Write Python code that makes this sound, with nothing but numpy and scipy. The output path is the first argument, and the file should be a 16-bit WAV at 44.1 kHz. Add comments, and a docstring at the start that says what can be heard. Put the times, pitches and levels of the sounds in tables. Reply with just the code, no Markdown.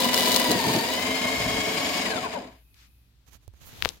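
"""A paper shredder chews the end of a sheet, speeds up as it runs empty, then switches off and coasts to rest.
Its gears whine and rattle in a plastic casing, throbbing with the cutters, and groan as they slow.
Paper crackles in the cutters and flaps into the bin.
In the quiet room that is left, a hand rubs and clicks against the microphone."""
import sys
import numpy as np
from scipy import signal
from scipy.fft import rfft, irfft, next_fast_len
from scipy.io import wavfile
from scipy.ndimage import map_coordinates

SR = 44100
rng = np.random.default_rng(int(sys.argv[2]) if len(sys.argv) > 2 else 0)


def output_pcm(signal):
    """Save a mono or channel-first signal as 16-bit PCM at the path in sys.argv[1].

    Samples are clipped to [-1, 1] before scaling.
    """
    pcm = np.clip(np.atleast_2d(signal).T, -1, 1) * 32767
    wavfile.write(sys.argv[1], SR, np.round(pcm).astype(np.int16))


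N = 176400
TIME = np.arange(N) / SR
FFT_SIZE = next_fast_len(N + SR // 2, True)
HZ = np.fft.rfftfreq(FFT_SIZE, 1 / SR)
FREE_SHAFT_HZ, TURNS_PER_BITE, POWER_OFF_S = 277, 11.25, 2.02


# gear and motor tones (order [x shaft speed], loaded [dB], empty [dB], throb [dB])
GEAR_TONES = [(0.9995, -35.5, -45.5, 5), (2.125, -38.5, -58, 1.5), (4.013, -35.5, -49, 7),
              (7.994, -39.5, -42.5, 3), (10, -56.5, -51.5, 1.5), (11.855, -44.5, -68.5, 3),
              (12.01, -55, -46, 3.5), (12.94, -63.5, -54, 3), (14.6, -47.5, -63, 0.5),
              (15.91, -55, -50.5, 2), (19.04, -61, -54, 4), (19.97, -40.5, -47.5, 2.5), (23, -68.5, -55, 4),
              (23.97, -65.5, -54.5, 3.5), (31.7, -66, -60.5, 3.5), (50.04, -77.5, -55, 1),
              (60.1, -61.5, -56.5, 2)]
# panel resonances (centre [Hz], width [Hz], lift [dB])
PANEL_MODES = [(2140, 85, 8.5), (2936, 68, 9.5), (4444, 130, 5), (13600, 900, 5.5)]
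def whine(speed, turns, load):
    """Gear tones throb with the cutters, echo in the bin, ring the panels and die once power is cut."""
    full_sag, lag_bites, fade_s, bin_decay_s = .18, .55, .1, .012
    strain = (TIME < POWER_OFF_S) * np.clip((1 - speed) / full_sag, 0, 1) ** 3
    fade = np.exp(-np.maximum(TIME - POWER_OFF_S, 0) / fade_s)
    tones = np.zeros((2, N))
    for order, loaded_db, empty_db, throb_db in GEAR_TONES:
        throb = amp(throb_db * np.cos(2 * np.pi * (turns / TURNS_PER_BITE - lag_bites / order)))
        flutter = 1 + .38 * np.array([drift(24), drift(35)]) + .19 * drift(140)
        level = load * amp(loaded_db) + (1 - load) * amp(empty_db)
        jitter_rad = .2 + .026 * order + .7 * strain
        phase = 2 * np.pi * (order * turns + rng.random()) + jitter_rad * drift(60)
        tones += level * throb * fade * flutter * np.sqrt(2) * np.sin([phase, phase - .7])
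    t = TIME[:SR // 10]
    bin_response = unit(rng.standard_normal((2, len(t))) * np.exp(-t / bin_decay_s)) / np.sqrt(len(t))
    echo = band(signal.oaconvolve(tones, bin_response, axes=1)[:, :N], 2820, 4200)
    balance_db = np.outer([.5, -.5], spectrum(BALANCE))
    return colour(tones + echo, amp(resonance_db(PANEL_MODES) + balance_db))


def scrape(speed, turns):
    """Gear roughness: part random, part repeating with each cutter turn."""
    period = round(SR * TURNS_PER_BITE / FREE_SHAFT_HZ)
    position = (turns / TURNS_PER_BITE % 1) * period
    profiles = rng.standard_normal((2, period))
    worn = np.array([map_coordinates(row, [position], order=3, mode='grid-wrap') for row in profiles])
    repeat = .33 * np.minimum(speed, 1)
    return np.sqrt(repeat * speed) * worn + np.sqrt(1 - repeat) * rng.standard_normal((2, N))


# gear rattle (frequency [Hz], relative density [dB])
RATTLE_SPECTRUM = [(25, -39.5), (50, -29.5), (80, -6.5), (140, -11), (190, -4), (350, -6), (500, -11.5),
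                   (650, -4.5), (830, -6.5), (1350, -12.5), (2000, -8), (2650, -7), (3400, -10),
                   (5000, -13), (5900, -18), (7200, -15), (10000, -20.5), (16000, -28)]
# casing resonances and dips (centre [Hz], width [Hz], lift [dB])
CASING_MODES = [(200, 13, 3), (256, 28, 11), (296, 18, -7.5), (314.7, 12, 8.5), (441.8, 29.4, 16),
                (498, 26, -3), (542, 92, 6), (634, 43, 7.5), (721, 70, 7), (830, 50, -8), (876, 100, 4.5),
                (1044, 175, 6.5), (1683, 150, 5), (2250, 590, 4.5), (2697, 150, -4), (3000, 100, 6),
                (3850, 180, 5.5), (4940, 180, 10.5), (6580, 200, 8), (7050, 200, 6)]
def rattle(speed, turns, bite, load):
    """Gear teeth scrape in pulses and ring the casing; the treble dies first as they slow."""
    mesh = np.exp(.14 * np.cos(2 * np.pi * turns) + .11 * drift(100)) * amp(2 * load)
    casing_db = spectrum(RATTLE_SPECTRUM) + resonance_db(CASING_MODES)
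    noise = unit(stereo(mesh * scrape(speed, turns), casing_db))
    lowpass = 1 / (1 + (HZ / 1100) ** 4)
    highpass = 1 - 1 / (1 + (HZ / 6000) ** 4)
    low = colour(noise, lowpass) * speed ** .56 * np.minimum(speed / .13, 1)
    mid = colour(noise, 1 - lowpass - highpass) * speed ** 1.09
    high = colour(noise, highpass) * speed ** 1.4
    low_throb_db = .36 * bite + 1.3 * drift(26)
    upper_throb_db = (.67 + 1.5 * (TIME > POWER_OFF_S)) * bite + .91 * drift(47)
    return amp(-27) * (low * amp(low_throb_db) + (mid + high) * amp(upper_throb_db))


# coasting gear tones (order [x shaft speed], level [dB], speed exponent)
COAST_TONES = [(7.9, -1, .05), (12, -3, .8), (20, -4, 1.2)]
# surges of the gear groan as the cutters keep turning and slow (start [s], length [s], level [dB])
COAST_SURGES = [(2.041, .045, -36), (2.096, 0.053, -31.5), (2.148, 0.058, -34.5), (2.229, 0.057, -31),
                (2.333, .06, -27.5), (2.398, .045, -41)]
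def groan(speed, turns):
    """Coasting gears sound rough falling tones in surges; the upper ones die first."""
    width_hz = 74
    tones = np.zeros((2, N))
    for order, db, exponent in COAST_TONES:
        roughness = np.array([drift(width_hz) + 1j * drift(width_hz) for _ in range(2)]) + 1.36
        tones += amp(db) * speed ** exponent * unit((roughness * np.exp(2j * np.pi * order * turns)).real)
    surges = sum(amp(db) * swell(start_s, length_s) for start_s, length_s, db in COAST_SURGES)
    return stereo(tones * surges)


# paper cutting (time [s], level [dB])
CRACKLE_LEVEL = [(0, -24), (.12, -30), (.18, -24.5), (.34, -23.5), (.44, -28), (.56, -31), (.66, -30.5),
                 (.76, -29.5), (.84, -35), (1.0, -35.5), (1.15, -62), (1.5, -110)]
# tearing paper (frequency [Hz], relative density [dB])
CRACKLE_SPECTRUM = [(100, -31.5), (300, 2), (650, 0.5), (1300, -9), (2400, -13.5), (3300, -1), (4100, 1),
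                    (5200, -6), (6000, -7), (9000, -10), (16000, -9.5)]
def crackle(bite):
    """Countless small tears in the paper, slightly louder at each bite of the cutters."""
    tears_per_s, grain_s = 1500, .00049
    tears = (rng.random(N) < tears_per_s / SR) * amp(3.4 * np.minimum(rng.exponential(1, N), 5))
    grains = np.sqrt(signal.lfilter([1], [1, -np.exp(-1 / (SR * grain_s))], tears ** 2))
    noise = unit(stereo(grains * rng.standard_normal((2, N)), spectrum(CRACKLE_SPECTRUM)))
    return noise * amp(curve(CRACKLE_LEVEL) + .3 * bite)


# loud paper snaps (time [s], level [dB], ring [Hz], decay [s])
PAPER_SNAPS = [(.139, -20, 5000, 0.0034), (0.144, -10.5, 5230, 0.0027), (0.1774, -12, 3500, 0.0018),
               (0.2072, -17.5, 3680, 0.0037), (0.2387, -17, 3900, .002), (.3175, -16, 5000, 0.0027),
               (0.327, -16.5, 3790, 0.0035), (0.3427, -18, 4300, 0.0034), (.3622, -8.5, 3850, .0035),
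               (0.3986, -15, 2000, 0.0025), (.4022, -22.5, 5200, .003), (0.5146, -13.5, 3960, 0.0064),
               (0.5918, -22, 3900, 0.0017)]
def snaps():
    """Paper snaps: a crack, then a brief blurred ring and hiss."""
    out, t = np.zeros((2, N)), TIME[:SR // 20]
    crack = 4.5 * band(1. * (t == 0), 2000, 11000, order=1)
    for start_s, db, ring_hz, decay_s in PAPER_SNAPS:
        noise = rng.standard_normal((2, len(t)))
        blur_cycles = .04 * np.cumsum(noise, axis=1)
        ring = .75 * np.sin(2 * np.pi * (ring_hz * t + blur_cycles + rng.random((2, 1))))
        hiss = .48 * unit(band(noise, 1600, 15000, order=1))
        add(out, start_s, amp(db) * ((ring + hiss) * np.exp(-t / decay_s) + crack))
    return stereo(out)


# shreds hitting the bin (start [s], length [s], level [dB], centre [Hz])
SHRED_FLAPS = [(0.48, 0.058, -22.5, 327), (0.536, 0.053, -26.5, 243), (0.633, 0.097, -27, 234),
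               (0.726, 0.079, -26, 254), (1.32, 0.33, -37, 93.4), (1.7, .1, -37, 230)]
def flaps():
    """The tail of the sheet and loose shreds drum dully on the bin."""
    out = np.zeros((2, N))
    for start_s, length_s, db, hz in SHRED_FLAPS:
        noise = unit(band(rng.standard_normal((2, N)), hz * .49, hz * 1.81, order=3))
        out += amp(db) * swell(start_s, length_s) * noise
    return stereo(out)


# skin rubs (start [s], length [s], left [dB], right [dB])
HAND_RUBS = [(3.258, 0.052, -68, -53), (3.305, 0.074, -64, -47.5), (3.406, 0.065, -83, -60.5),
             (3.524, 0.13, -65, -60), (3.601, 0.051, -53.5, -49), (3.632, 0.093, -51.5, -47),
             (3.694, .15, -45, -46), (3.798, 0.12, -37, -45), (3.854, 0.15, -50.5, -51)]
# rubbing skin, per channel (frequency [Hz], relative density [dB])
RUB_SPECTRUM_LEFT = [(30, 4), (80, 12.5), (200, -0.5), (500, -2), (1500, -10), (3800, -5), (5200, -10),
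                     (7000, -23), (12000, -20), (16000, -21)]
RUB_SPECTRUM_RIGHT = [(30, -2), (80, 13), (200, -0.5), (500, -9), (1500, -7.5), (3800, -9), (5200, -12),
                      (6500, -6), (8500, -18), (12500, -9.5), (16000, -20)]
# grip bumps (time [s], left [dB], right [dB], pitch [Hz], decay [s])
GRIP_BUMPS = [(3.479, -52, -30, 91, 0.013), (3.537, -50, -40, 72, .015), (3.859, -33, -36, 120, 0.0078),
              (3.8572, -8.5, -23, 470, 0.0018)]
# finger clicks (time [s], left gain [dB], right gain [dB], low edge [Hz], high edge [Hz])
FINGER_CLICKS = [(3.479, -28, -5, 70, 600), (3.5383, -42, -19, 70, 900), (3.544, -42, -29, 100, 2000),
                 (3.824, 15, -16, 1350, 3920), (3.8499, 13, -17, 1190, 4530), (3.8567, 13.5, -4, 288, 3050),
                 (3.8901, 5, -8, 2650, 6960)]
def hand():
    """Skin rubs over the microphone housing, bumps it and ticks dryly at its ports."""
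    level = sum(amp([[left_db], [right_db]]) * swell(start_s, length_s)
                for start_s, length_s, left_db, right_db in HAND_RUBS)
    rub_gain = amp([spectrum(RUB_SPECTRUM_LEFT), spectrum(RUB_SPECTRUM_RIGHT)])
    out = level * unit(colour(rng.standard_normal((2, N)), rub_gain)) * amp(1.4 * drift(119))
    t = TIME[:SR // 10]
    for start_s, left_db, right_db, hz, decay_s in GRIP_BUMPS:
        bump = np.sin(2 * np.pi * hz * t) * np.exp(-t / decay_s)
        add(out, start_s, amp([[left_db], [right_db]]) * bump)
    for start_s, left_db, right_db, low_hz, high_hz in FINGER_CLICKS:
        tick = (t == 0) + .0034 * rng.standard_normal(len(t)) * np.exp(-t / .011)
        click = band(tick, low_hz, high_hz) + .11 * band(tick, 140, 16000, order=1)
        add(out, start_s, amp([[left_db], [right_db]]) * click)
    return out


def skin_slide():
    """Dry skin hisses past the right microphone port."""
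    hiss = unit(band(rng.standard_normal(N), 11000, 16500))
    return np.array([[.15], [1]]) * amp(-48) * swell(start_s=3.645, length_s=.06) * hiss


# faint rustle, ticks, hiss and ring (start [s], length [s], level [dB], low edge [Hz], high edge [Hz])
FAINT_NOISES = [(1.5, 0.006, -53, 2000, 6500), (2.735, 0.16, -58.5, 1230, 5700),
                (2.29, 0.9, -68.5, 10200, 14600), (2.44, 0.7, -75.5, 2450, 2600),
                (2.742, 0.0054, -56, 2000, 6500)]
def faint_noises():
    """A faint rustle and ticks, a thin high hiss and a faint lingering ring."""
    out = np.zeros((2, N))
    for start_s, length_s, db, low_hz, high_hz in FAINT_NOISES:
        noise = unit(band(rng.standard_normal((2, N)), low_hz, high_hz))
        out += amp(db) * swell(start_s, length_s) * noise
    return stereo(out)


# room air (frequency [Hz], relative density [dB])
ROOM_SPECTRUM = [(25, -18), (55, -2.5), (85, -12.5), (120, -7.5), (170, -20.5), (270, -20.5), (500, -33.5),
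                 (1500, -35), (4000, -33), (9000, -43.5), (13000, -41), (16000, -45)]
def room():
    """Faint air and a low wavering hum."""
    hum_hz = 59 + .7 * drift(5)
    hum = np.sqrt(2) * np.sin(2 * np.pi * np.cumsum(hum_hz) / SR) * amp(-60.5 + 2 * drift(6))
    air = unit(stereo(rng.standard_normal((2, N)), spectrum(ROOM_SPECTRUM)))
    return hum + amp(-62.5) * air


# channel likeness (frequency [Hz], correlation before clipping)
LIKENESS = [(50, 0.5), (130, 1.1), (270, 1.15), (600, .5), (1300, 0.16), (2500, -0.05), (6000, -0.1),
            (15000, 0)]
# channel balance (frequency [Hz], left minus right [dB])
BALANCE = [(60, 1), (110, -0.5), (200, 2.5), (380, -1.5), (700, 1.5), (1290, 4.0), (2380, 4.0), (4400, 5.5),
           (8120, 0), (15000, -2)]
def stereo(pair, db=0):
    """Colours two unrelated signals and blends them as mid and side."""
    correlation = np.clip(spectrum(LIKENESS), -.98, .98)
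    mid, side = rfft(pair, FFT_SIZE) * np.sqrt([1 + correlation, 1 - correlation])
    lean = amp(spectrum(BALANCE) / 2)
    channels = np.array([(mid + side) * lean, (mid - side) / lean])
    return irfft(channels * amp(db) / np.sqrt(2), FFT_SIZE)[:, :N]


def amp(db):
    """Decibels to gain."""
    return 10 ** (np.asarray(db) / 20)


def unit(x):
    """Scales to rms 1."""
    return x / np.sqrt(np.mean(x ** 2) + 1e-20)


def curve(points):
    """Breakpoints to a value per sample."""
    return np.interp(TIME, *np.transpose(points))


def spectrum(points):
    """Breakpoints to a value per bin, along log frequency."""
    hz, value = np.transpose(points)
    return np.interp(np.log(HZ + 1), np.log(hz + 1), value)


def resonance_db(modes):
    """Summed peaks and dips per bin."""
    return sum(db / (1 + (2 * (HZ - hz) / width_hz) ** 2) for hz, width_hz, db in modes)


def colour(x, gain):
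    """Filters by a gain per bin."""
    return irfft(rfft(x, FFT_SIZE) * gain, FFT_SIZE)[..., :N]


def band(x, low_hz, high_hz, order=2):
    """Causal band-pass."""
    top_hz = min(max(high_hz, low_hz + 10), SR / 2 - 10)
    sos = signal.butter(order, [min(low_hz, top_hz - 1), top_hz], 'band', fs=SR, output='sos')
    return signal.sosfilt(sos, x)


def drift(rate_hz):
    """Slow random wandering, rms 1."""
    return unit(colour(rng.standard_normal(N), np.exp(-(HZ / rate_hz) ** 2)))


def swell(start_s, length_s):
    """Half-sine envelope."""
    return np.sin(np.pi * np.clip((TIME - start_s) / length_s, 0, 1))


def add(mix, start_s, sound):
    """Mixes a sound in place."""
    part = mix[:, max(round(start_s * SR), 0):][:, :sound.shape[-1]]
    part += sound[..., :part.shape[1]]


# motor shaft (time [s], speed [Hz])
SHAFT_SPEED = [(0, 247.5), (.44, 247), (.54, 240), (.62, 227), (.8, 227), (.9, 241), (1.0, 258),
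               (1.07, 263.5), (1.29, 269), (1.55, 272), (1.93, 278.3), (2.02, 276), (2.1, 222), (2.25, 131),
               (2.36, 80), (2.44, 41), (2.52, 14), (2.64, 1)]
# paper in the cutters (time [s], load [0-1])
PAPER_LOAD = [(0, 0.99), (.5, 0.89), (.8, 0.61), (.98, 0.17), (1.1, 0.07)]
def scene():
    """One motor drives gears and cutters; room and hand sound independently."""
    shaft_hz = curve(SHAFT_SPEED) * (TIME < SHAFT_SPEED[-1][0])
    speed, load = shaft_hz / FREE_SHAFT_HZ, curve(PAPER_LOAD)
    wobble = 1 + .0031 * load * drift(25) + .0006 * drift(20)
    turns = np.cumsum(shaft_hz * wobble) / SR
    cutter_rad = 2 * np.pi * turns / TURNS_PER_BITE
    bite = np.cos(cutter_rad) + .32 * np.cos(2 * cutter_rad)
    gears = whine(speed, turns, load) + rattle(speed, turns, bite, load) + groan(speed, turns)
    paper = crackle(bite) + snaps() + flaps()
    return gears + paper + faint_noises() + skin_slide() + room() + hand()


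def record(dry):
    """Full-scale clip, then low-pass."""
    lowpass = signal.firwin(401, 16150, window=('kaiser', 9), fs=SR)
    return signal.oaconvolve(np.clip(dry, -1, 1), lowpass[None], 'same')


dry = scene()
out = record(dry)
output_pcm(out)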